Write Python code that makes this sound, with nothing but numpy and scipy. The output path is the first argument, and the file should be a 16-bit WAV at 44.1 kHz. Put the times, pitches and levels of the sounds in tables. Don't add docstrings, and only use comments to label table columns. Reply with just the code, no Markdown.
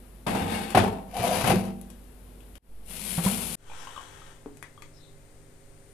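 import sys
import numpy as np
from scipy import signal
from scipy.fft import rfft, irfft, next_fast_len
from scipy.io import wavfile

SR = 44100
rng = np.random.default_rng(int(sys.argv[2]) if len(sys.argv) > 2 else 0)


def materialize(psi):
    bounded = np.clip(np.atleast_2d(psi).T, -1, 1)
    quanta = np.round(bounded * 32767).astype(np.int16)
    wavfile.write(sys.argv[1], SR, quanta)


N = 261513
TIME = np.arange(N) / SR


def gain_of(db):
    return 10 ** (np.asarray(db) / 20)

def unit_rms(x):
    return x / np.sqrt(np.mean(x ** 2) + 1e-20)

def read(points, hz):
    f, value = np.transpose(points)
    return np.interp(np.log(hz + 1), np.log(f + 1), value)

def add(mix, s, sound):
    part = mix[..., round(s * SR):][..., :sound.shape[-1]]
    part += sound[..., :part.shape[-1]]

def cut(x, hz, side="low", order=2):
    return signal.sosfilt(signal.butter(order, hz, side, fs=SR, output="sos"), x)

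def through(x, response):
    return signal.fftconvolve(np.atleast_2d(x), np.atleast_2d(response), axes=1)[:, :x.shape[-1]]

def eq(x, colour, size=4096):
    hz = abs(np.fft.fftfreq(size, 1 / SR))
    log_gain = np.log(gain_of(np.maximum(read(colour, hz), -100)))
    response = np.fft.ifft(np.exp(np.conj(signal.hilbert(log_gain)))).real[:size // 2]
    return through(x, response / np.linalg.norm(response))

def drift(per_s):
    knots = np.arange(0, 7, 1 / per_s)
    return np.interp(TIME, knots, rng.standard_normal(4096)[:len(knots)])

def mode(hz, t60, lag=0):
    t = TIME[:33000]
    return np.sin(2 * np.pi * hz * t - lag) * gain_of(-60 * t / t60)

# frequency in Hz, left-right correlation.
LIKENESS = [(60, 0.79), (250, 0.87), (600, 0.48), (1100, 0.08), (3000, 0.6), (14000, 0.17)]

def spread(pair):
    size = next_fast_len(pair.shape[1], True)
    left, other = rfft(pair, size)
    same = np.clip(read(LIKENESS, np.fft.rfftfreq(size, 1 / SR)), -1, 1)
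    right = same * left + np.sqrt(1 - same ** 2) * other
    return irfft(np.array([left, right]), size)[:, :pair.shape[1]]

def stereo_noise(size):
    return spread(rng.standard_normal((2, size)))

def tail(decay):
    hz, t, bands = signal.stft(stereo_noise(SR // 2), SR, nperseg=256)
    out = signal.istft(bands * gain_of(-60 * t / read(decay, hz)[:, None]), SR, nperseg=256)[1]
    return out / np.linalg.norm(out[0])

def ambience(air, tones, air_db, waver_rad, flutter):
    bed = gain_of(air_db) * unit_rms(through(stereo_noise(N), 1.0) if not air else eq(stereo_noise(N), air))
    for hz, db in tones:
        level = np.sqrt(2) * gain_of(db) * (1 + flutter * drift(12))
        bed += level * np.sin(2 * np.pi * hz * TIME + waver_rad * drift(8))
    return bed

# frequency in Hz, level in dB (relative for the air).
OVEN_AIR = [(20, -12.5), (45, -14), (75, -6.5), (110, -12.5), (200, -13.5), (240, -13), (290, -18.5),
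            (450, -17.5), (700, -23.5), (1360, -31), (3200, -36.5), (6200, -44), (10800, -33), (14500, -41)]
OVEN_HUM = [(48.6, -49), (247.6, -62.5)]

def oven_hum():
    return ambience(OVEN_AIR, OVEN_HUM, air_db=-52.5, waver_rad=.15, flutter=.08)

# pitch in Hz, relative level in dB, t60 in seconds.
TRAY_MODES = [(77.2, -2.5, 0.31), (102.2, -1.5, 0.56), (119.2, -10.5, 0.28), (163.8, 1, 0.72),
              (190.4, 4, 0.74), (234, -5.5, 1), (342.9, -5, 0.77), (367, -3, 0.39), (445.4, -7.5, 0.64),
              (484.8, -9.5, 0.33), (526, -20, 0.17), (551, -9.5, 0.26), (622, -23, 0.72), (650, -1.5, 0.58),
              (750.5, -5.5, 0.2), (786, 1, 0.65), (901, -17, 0.46), (950, -8, 0.28), (1100, -20.5, 0.32),
              (1340, -12, .5), (1295, -8.5, 0.16), (2013, -24.5, 0.2), (2600, -9.5, 0.31),
              (2740, -10.5, .15), (3770, -12, .25), (3740, -36.5, .25)]

def tray_ring():
    ring = 0
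    for k, (hz, db, t60) in enumerate(TRAY_MODES):
        apart = np.arccos(np.clip(read(LIKENESS, hz), -1, 1)) * np.array([[.5], [-.5]])
        ring = ring + (-1) ** k * gain_of(db) * mode(hz, t60, (-1) ** (k // 2) * apart)
    return ring / abs(ring).max()

def stroke(start, attack, hold, growth, release_db_per_s, onset_db=-29.5):
    t = TIME - start
    swell_db = onset_db * np.clip(1 - t / attack, 0, 1) ** 2
    held_db = growth * np.clip(t - attack, 0, hold)
    fall_db = release_db_per_s * np.maximum(t - attack - hold, 0)
    return (t >= 0) * gain_of(swell_db + held_db - fall_db)

# frequency in Hz, t60 in seconds.
PLATE_DECAY = [(100, 0.33), (700, 0.15), (3000, 0.25), (7000, 0.25), (14000, 0.047)]
# kind, then start, attack and hold in seconds, push and hiss in
# relative dB, growth while held in dB per second.
STROKES = [("first", .265, 0.0037, 0.17, -26.5, -41, -8), ("first", 0.449, 0.086, 0.19, -32.5, -39.5, -39),
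           ("run on", 0.787, 0.024, 0.032, -24.5, -37.5, -30),
           ("second", 1.081, 0.21, 0.13, -27.5, -31.5, 0.88),
           ("second", 1.446, 0.04, .005, -25, -29.5, -18), ("light", 2.83, .1, 0.14, -48.5, -42, 26),
           ("light", 3.05, 0.07, 0.08, -49, -37, -19.5), ("light", 3.2, 0.063, 0.065, -32, -32, -26),
           ("light", 3.33, 0.092, .13, -44.5, -38, 0), ("rustle", 3.542, 0.3, 0.49, -49, -51.5, -20)]

def rub(kind, colour, ring, slips_per_s, chatter_db, body_db, grit_db, ring_db, reach_hz, wet):
    rows = [row[1:] for row in STROKES if row[0] == kind]
    force, hiss = 0, 0
    for s, attack, hold, push_db, hiss_db, growth in rows:
        force += gain_of(push_db) * stroke(s, attack, hold, growth, release_db_per_s=109.5)
        hiss += gain_of(hiss_db) * stroke(s, attack, hold, growth, release_db_per_s=140)
    start, end = rows[0][0], s + attack + hold + 0.46
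    span = slice(round(start * SR), round(end * SR))
    slips = rng.standard_normal((2, N)) * (rng.random(N) < slips_per_s / SR)
    slips *= gain_of(chatter_db * drift(220))
    slips = spread(unit_rms(slips[:, span]))
    sheet = eq(slips + wet * through(slips[0], tail(PLATE_DECAY)), colour)
    body, grit = (unit_rms(cut(sheet, 1600, side, order=3)) for side in ("low", "high"))
    drive = cut(slips[0] * force[span], reach_hz)
    ringing = signal.fftconvolve([drive], ring / np.linalg.norm(ring[0]), axes=1)
    out = np.zeros((2, N))
    add(out, start, gain_of(body_db) * force[span] * body + gain_of(grit_db) * hiss[span] * grit)
    add(out, start, gain_of(ring_db) * ringing)
    return out

# frequency in Hz, relative level in dB.
FIRST_PUSH = [(41, -24), (70, -17.5), (102, -6.5), (140, -31.5), (171, -4), (228, 3.5), (305, -14),
              (417, -5.5), (570, -10), (779, -2), (1360, -21), (2970, -26.5), (6490, -40.5), (10800, -32.5),
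              (14500, -44)]
SECOND_PUSH = [(41, -58), (70, -31), (107, -38), (228, -6.5), (373, -13), (499, -2), (570, -7.5),
               (682, -7.5), (871, -7.5), (1590, -23), (2720, -23.5), (3320, -28.5), (7940, -35),
               (10600, -26.5), (14500, -39)]
LIGHT_SLIDE = [(60, -28), (120, -9.5), (190, 22.5), (300, 0.5), (800, -1.5), (1150, -4), (1700, -11),
               (2900, -6.5), (4500, -11.5), (6500, -13.5), (8500, -7), (10400, -1), (12500, -7.5),
               (14500, -14.5)]

def scrapes(ring):
    out = rub("first", FIRST_PUSH, ring, slips_per_s=4500, chatter_db=1.4,
              body_db=-2, grit_db=2.5, ring_db=-5, reach_hz=4000, wet=0.91)
    out += rub("run on", FIRST_PUSH, ring, slips_per_s=2000, chatter_db=-2.9,
               body_db=2, grit_db=-0.5, ring_db=-6.5, reach_hz=2000, wet=0.82)
    out += rub("second", SECOND_PUSH, ring, slips_per_s=4000, chatter_db=3.44,
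               body_db=-2.5, grit_db=-1, ring_db=-5.5, reach_hz=4000, wet=0.89)
    return out + rub("light", LIGHT_SLIDE, ring, slips_per_s=9900, chatter_db=1.1,
                     body_db=1.5, grit_db=1, ring_db=-4, reach_hz=314, wet=0.42)

# frequency in Hz, relative level in dB.
CRACK_COLOUR = [(60, -11.5), (110, 6.5), (300, 0.5), (750, 5), (1400, -3.5), (2800, -10), (5500, -22.5),
                (8000, -24.5), (10500, -17.5), (14500, -32.5)]
# start in seconds, thud in dB, thud pitch in Hz, crack in dB,
# ring in dB.
KNOCKS = [(.265, -28, 890, -20, -52), (.278, -22.5, 970, -21, -36), (0.3492, -24, 933, -19, -31),
          (0.415, -27.5, 92.8, -27.5, -22), (0.7476, -10.5, 754, -8, -22), (0.7726, -5, 731, -7, -13.5),
          (0.787, -20.5, 97.5, -16, -25), (1.1935, -29, 118, -22, -38), (1.4405, -26.5, 125, -16.5, -34),
          (1.4627, -29.5, 560, -20.5, -23), (1.4962, -21.5, 117.3, -15, -18), (1.505, -11.5, 748, -25, -25),
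          (1.514, -14, 810, -18, -17), (1.536, -18.5, 366, -40, -24.5), (1.565, -20.5, 188, -40, -35),
          (1.676, -32.5, 205, -37, -30.5), (3.179, -19.5, 169, -22.5, -30),
          (3.2617, -14, 191, -21.5, -30.5), (3.265, -25, 1000, -31, -35)]

def knocks(ring, crack_t60=0.075, rise_s=0.0024, thud_cycles=36.6):
    out = np.zeros((2, N))
    for s, thud_db, hz, crack_db, ring_db in KNOCKS:
        clatter = tail([(1000, crack_t60)]) + tail(PLATE_DECAY)
        rise = 1 - np.exp(-TIME[:clatter.shape[1]] / rise_s)
        crack = eq(clatter * rise, CRACK_COLOUR)
        add(out, s, gain_of(crack_db) * crack / abs(crack).max())
        add(out, s, -gain_of(thud_db) * mode(hz, thud_cycles / hz))
        add(out, s, gain_of(ring_db) * cut(ring, 4.6 * hz))
    return out

# frequency in Hz, relative level in dB.
SNAP_COLOUR = [(200, -8.5), (1800, -6.5), (5500, -12), (9500, -9), (11500, -4.5), (14500, -44.5)]

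def snap(t60=0.015):
    burst = eq(stereo_noise(2048) * gain_of(-60 * TIME[:2048] / t60), SNAP_COLOUR)
    return burst / abs(burst).max()

# start in seconds, snap in dB, ring pitch in Hz, ring in dB.
CLICKS = [(0.704, -25, 3630, -48), (1.8135, -39.5, 10620, -35.5), (1.902, -37, 9700, -42),
          (2.4058, -46, 2900, -46), (2.5546, -38.5, 2960, -45.5), (4.571, -43, 7600, -49),
          (4.6268, -34, 1940, -28), (4.8217, -37, 2040, -40.5)]

def clicks():
    out = np.zeros((2, N))
    for s, snap_db, hz, ring_db in CLICKS:
        add(out, s, gain_of(snap_db) * snap())
        add(out, s, gain_of(ring_db) * mode(hz, t60=0.0064))
    return out

def fuzzy_tone(path, width_hz):
    s, hz, db = np.transpose(path)
    t, out = np.arange(s[0], s[-1], 1 / SR), np.zeros(N)
    fuzz = cut(rng.standard_normal((2, 2 * SR))[:, :len(t)], width_hz / 2)
    phase = 2 * np.pi * np.cumsum(np.interp(t, s, hz)) / SR
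    tone = unit_rms(fuzz[0] * np.cos(phase) + fuzz[1] * np.sin(phase))
    add(out, s[0], tone * gain_of(np.interp(t, s, db)))
    return out

def squeak(s, length, start_hz, end_hz, db, width_hz):
    peak = (s + length / 2, (start_hz + end_hz) / 2, db)
    return fuzzy_tone([(s, start_hz, db - 12), peak, (s + length, end_hz, db - 13)], width_hz)

# start and length in seconds, first and last pitch in Hz, level in dB.
JUDDERS = [(1.129, 0.083, 760, 730, -30), (1.209, 0.094, 699, 653, -25), (1.286, .07, 684, 688, -25.5)]

def judders():
    return sum(squeak(*row, width_hz=77) for row in JUDDERS)

# start, hold and fade-in time constant, all in seconds.
BREAKS = [(2.582, 0.03, 0.14), (3.554, 0.004, 0.069)]

def breaks(sound, floor_db=-28.5, swell_db=-39.5, swell_delay_s=0.1, swell_s=0.075):
    for s, hold, fade in BREAKS:
        back = 1 - np.exp(-np.maximum(TIME - s - hold, 0) / fade)
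        sound = sound * np.where(TIME < s, 1, np.maximum(back, gain_of(floor_db)))
        age = np.maximum(TIME - s - swell_delay_s, 0) / swell_s
        sound += gain_of(swell_db) * age * np.exp(1 - age)
    return sound

# frequency in Hz, level in dB (relative for the air).
KITCHEN_AIR = [(20, 0), (45, -9), (75, -14.5), (140, -14.5), (200, -24), (450, -20), (750, -27),
               (1100, -31.5), (1900, -32.5), (3000, -39.5), (5500, -41.5), (9200, -34), (10500, -46.5),
               (14500, -49)]
KITCHEN_HUM = [(100, -63), (149.6, -63), (248, -69.5), (300.5, -69.5), (399, -67.5), (500.6, -82),
               (544, -69), (2073, -81.5), (9065, -90)]

def kitchen_hum():
    return ambience(KITCHEN_AIR, KITCHEN_HUM, air_db=-51.5, waver_rad=0.58, flutter=0.23)

# frequency in Hz, relative level in dB.
RUSTLE_COLOUR = [(290, -50), (500, -10), (551, -25), (699, -20.5), (1020, -10.5), (1090, -14.5),
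                 (2520, -12.5), (3110, -5), (4850, -15), (5350, -12), (8960, -11), (14000, -25.5)]

def rustle(ring):
    return rub("rustle", RUSTLE_COLOUR, ring, slips_per_s=3000, chatter_db=0.5,
               body_db=1.5, grit_db=0, ring_db=-33, reach_hz=1000, wet=0.9)

# start in seconds, level in dB, pitch in Hz.
TAPS = [(3.6988, -41, 855), (3.716, -39, 860), (3.872, -36, 1040), (3.9632, -37, 1200), (3.9771, -33, 1080),
        (4.2185, -45.5, 1270), (4.7769, -45.5, 1175), (4.825, -46, 1190)]

def taps(t60=0.026, snap_db=-17, overtone=2.8, overtone_db=-8.5):
    out = np.zeros((2, N))
    for s, db, hz in TAPS:
        add(out, s, gain_of(db + snap_db) * snap())
        add(out, s, gain_of(db) * (mode(hz, t60) + gain_of(overtone_db) * mode(overtone * hz, t60)))
    return out

# start and length in seconds, first and last pitch in Hz, level in dB.
SQUEAKS = [(3.74, 0.15, 5630, 5160, -57.5), (4.932, 0.091, 5300, 5150, -62), (4.941, 0.21, 3980, 3730, -62)]

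def high_squeaks():
    return sum(squeak(*row, width_hz=570) for row in SQUEAKS)

# pitch in Hz, level in dB, t60 in seconds.
BUMP_MODES = [(285, -33.5, 0.076), (418, -34, 0.047), (724, -37, 0.0091)]

def bump(start_s=4.46):
    out = np.zeros(N)
    body = sum(gain_of(db) * mode(hz, t60) for hz, db, t60 in BUMP_MODES)
    add(out, start_s, cut(body, 222, "high"))
    return out

# time in seconds, pitch in Hz, level in dB.
WHINE = [(4.9, 9500, -84), (5.65, 9420, -75), (5.93, 9370, -69)]

def whine():
    return fuzzy_tone(WHINE, width_hz=99)

# frequency in Hz, t60 in seconds.
ROOM_DECAY = [(150, 0.33), (1500, 0.27), (5000, 0.26), (14000, 0.029)]

def room(sound, wet_db=-2):
    return sound + gain_of(wet_db) * through(sound, tail(ROOM_DECAY))

def scene(counter_from_s=3.556):
    ring = tray_ring()
    oven = scrapes(ring) + knocks(ring) + judders() + oven_hum()
    counter = kitchen_hum() + rustle(ring) + high_squeaks() + whine()
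    return np.where(TIME < counter_from_s, oven, counter) + room(clicks() + taps() + bump())

# frequency in Hz, left minus right in dB.
MIC_TILT = [(50, -1), (180, -1), (450, 2.5), (800, 2.5), (1200, 7), (2000, 12.5), (4000, 19), (7000, 23),
            (10500, 30), (14000, 26)]

def record(dry, hiss_db=-68, top_hz=14400):
    tilt = gain_of(read(MIC_TILT, np.fft.rfftfreq(N, 1 / SR)))
    balance = np.array([2 * tilt, 2 * np.ones_like(tilt)]) / (1 + tilt)
    heard = irfft(rfft(dry) * balance, N)
    heard += gain_of(hiss_db) * rng.standard_normal((2, N))
    lowpass = signal.firwin(511, top_hz, window=("kaiser", 9), fs=SR)
    return signal.oaconvolve(breaks(heard), lowpass[None], "same")


dry = scene()
out = record(dry)
materialize(out)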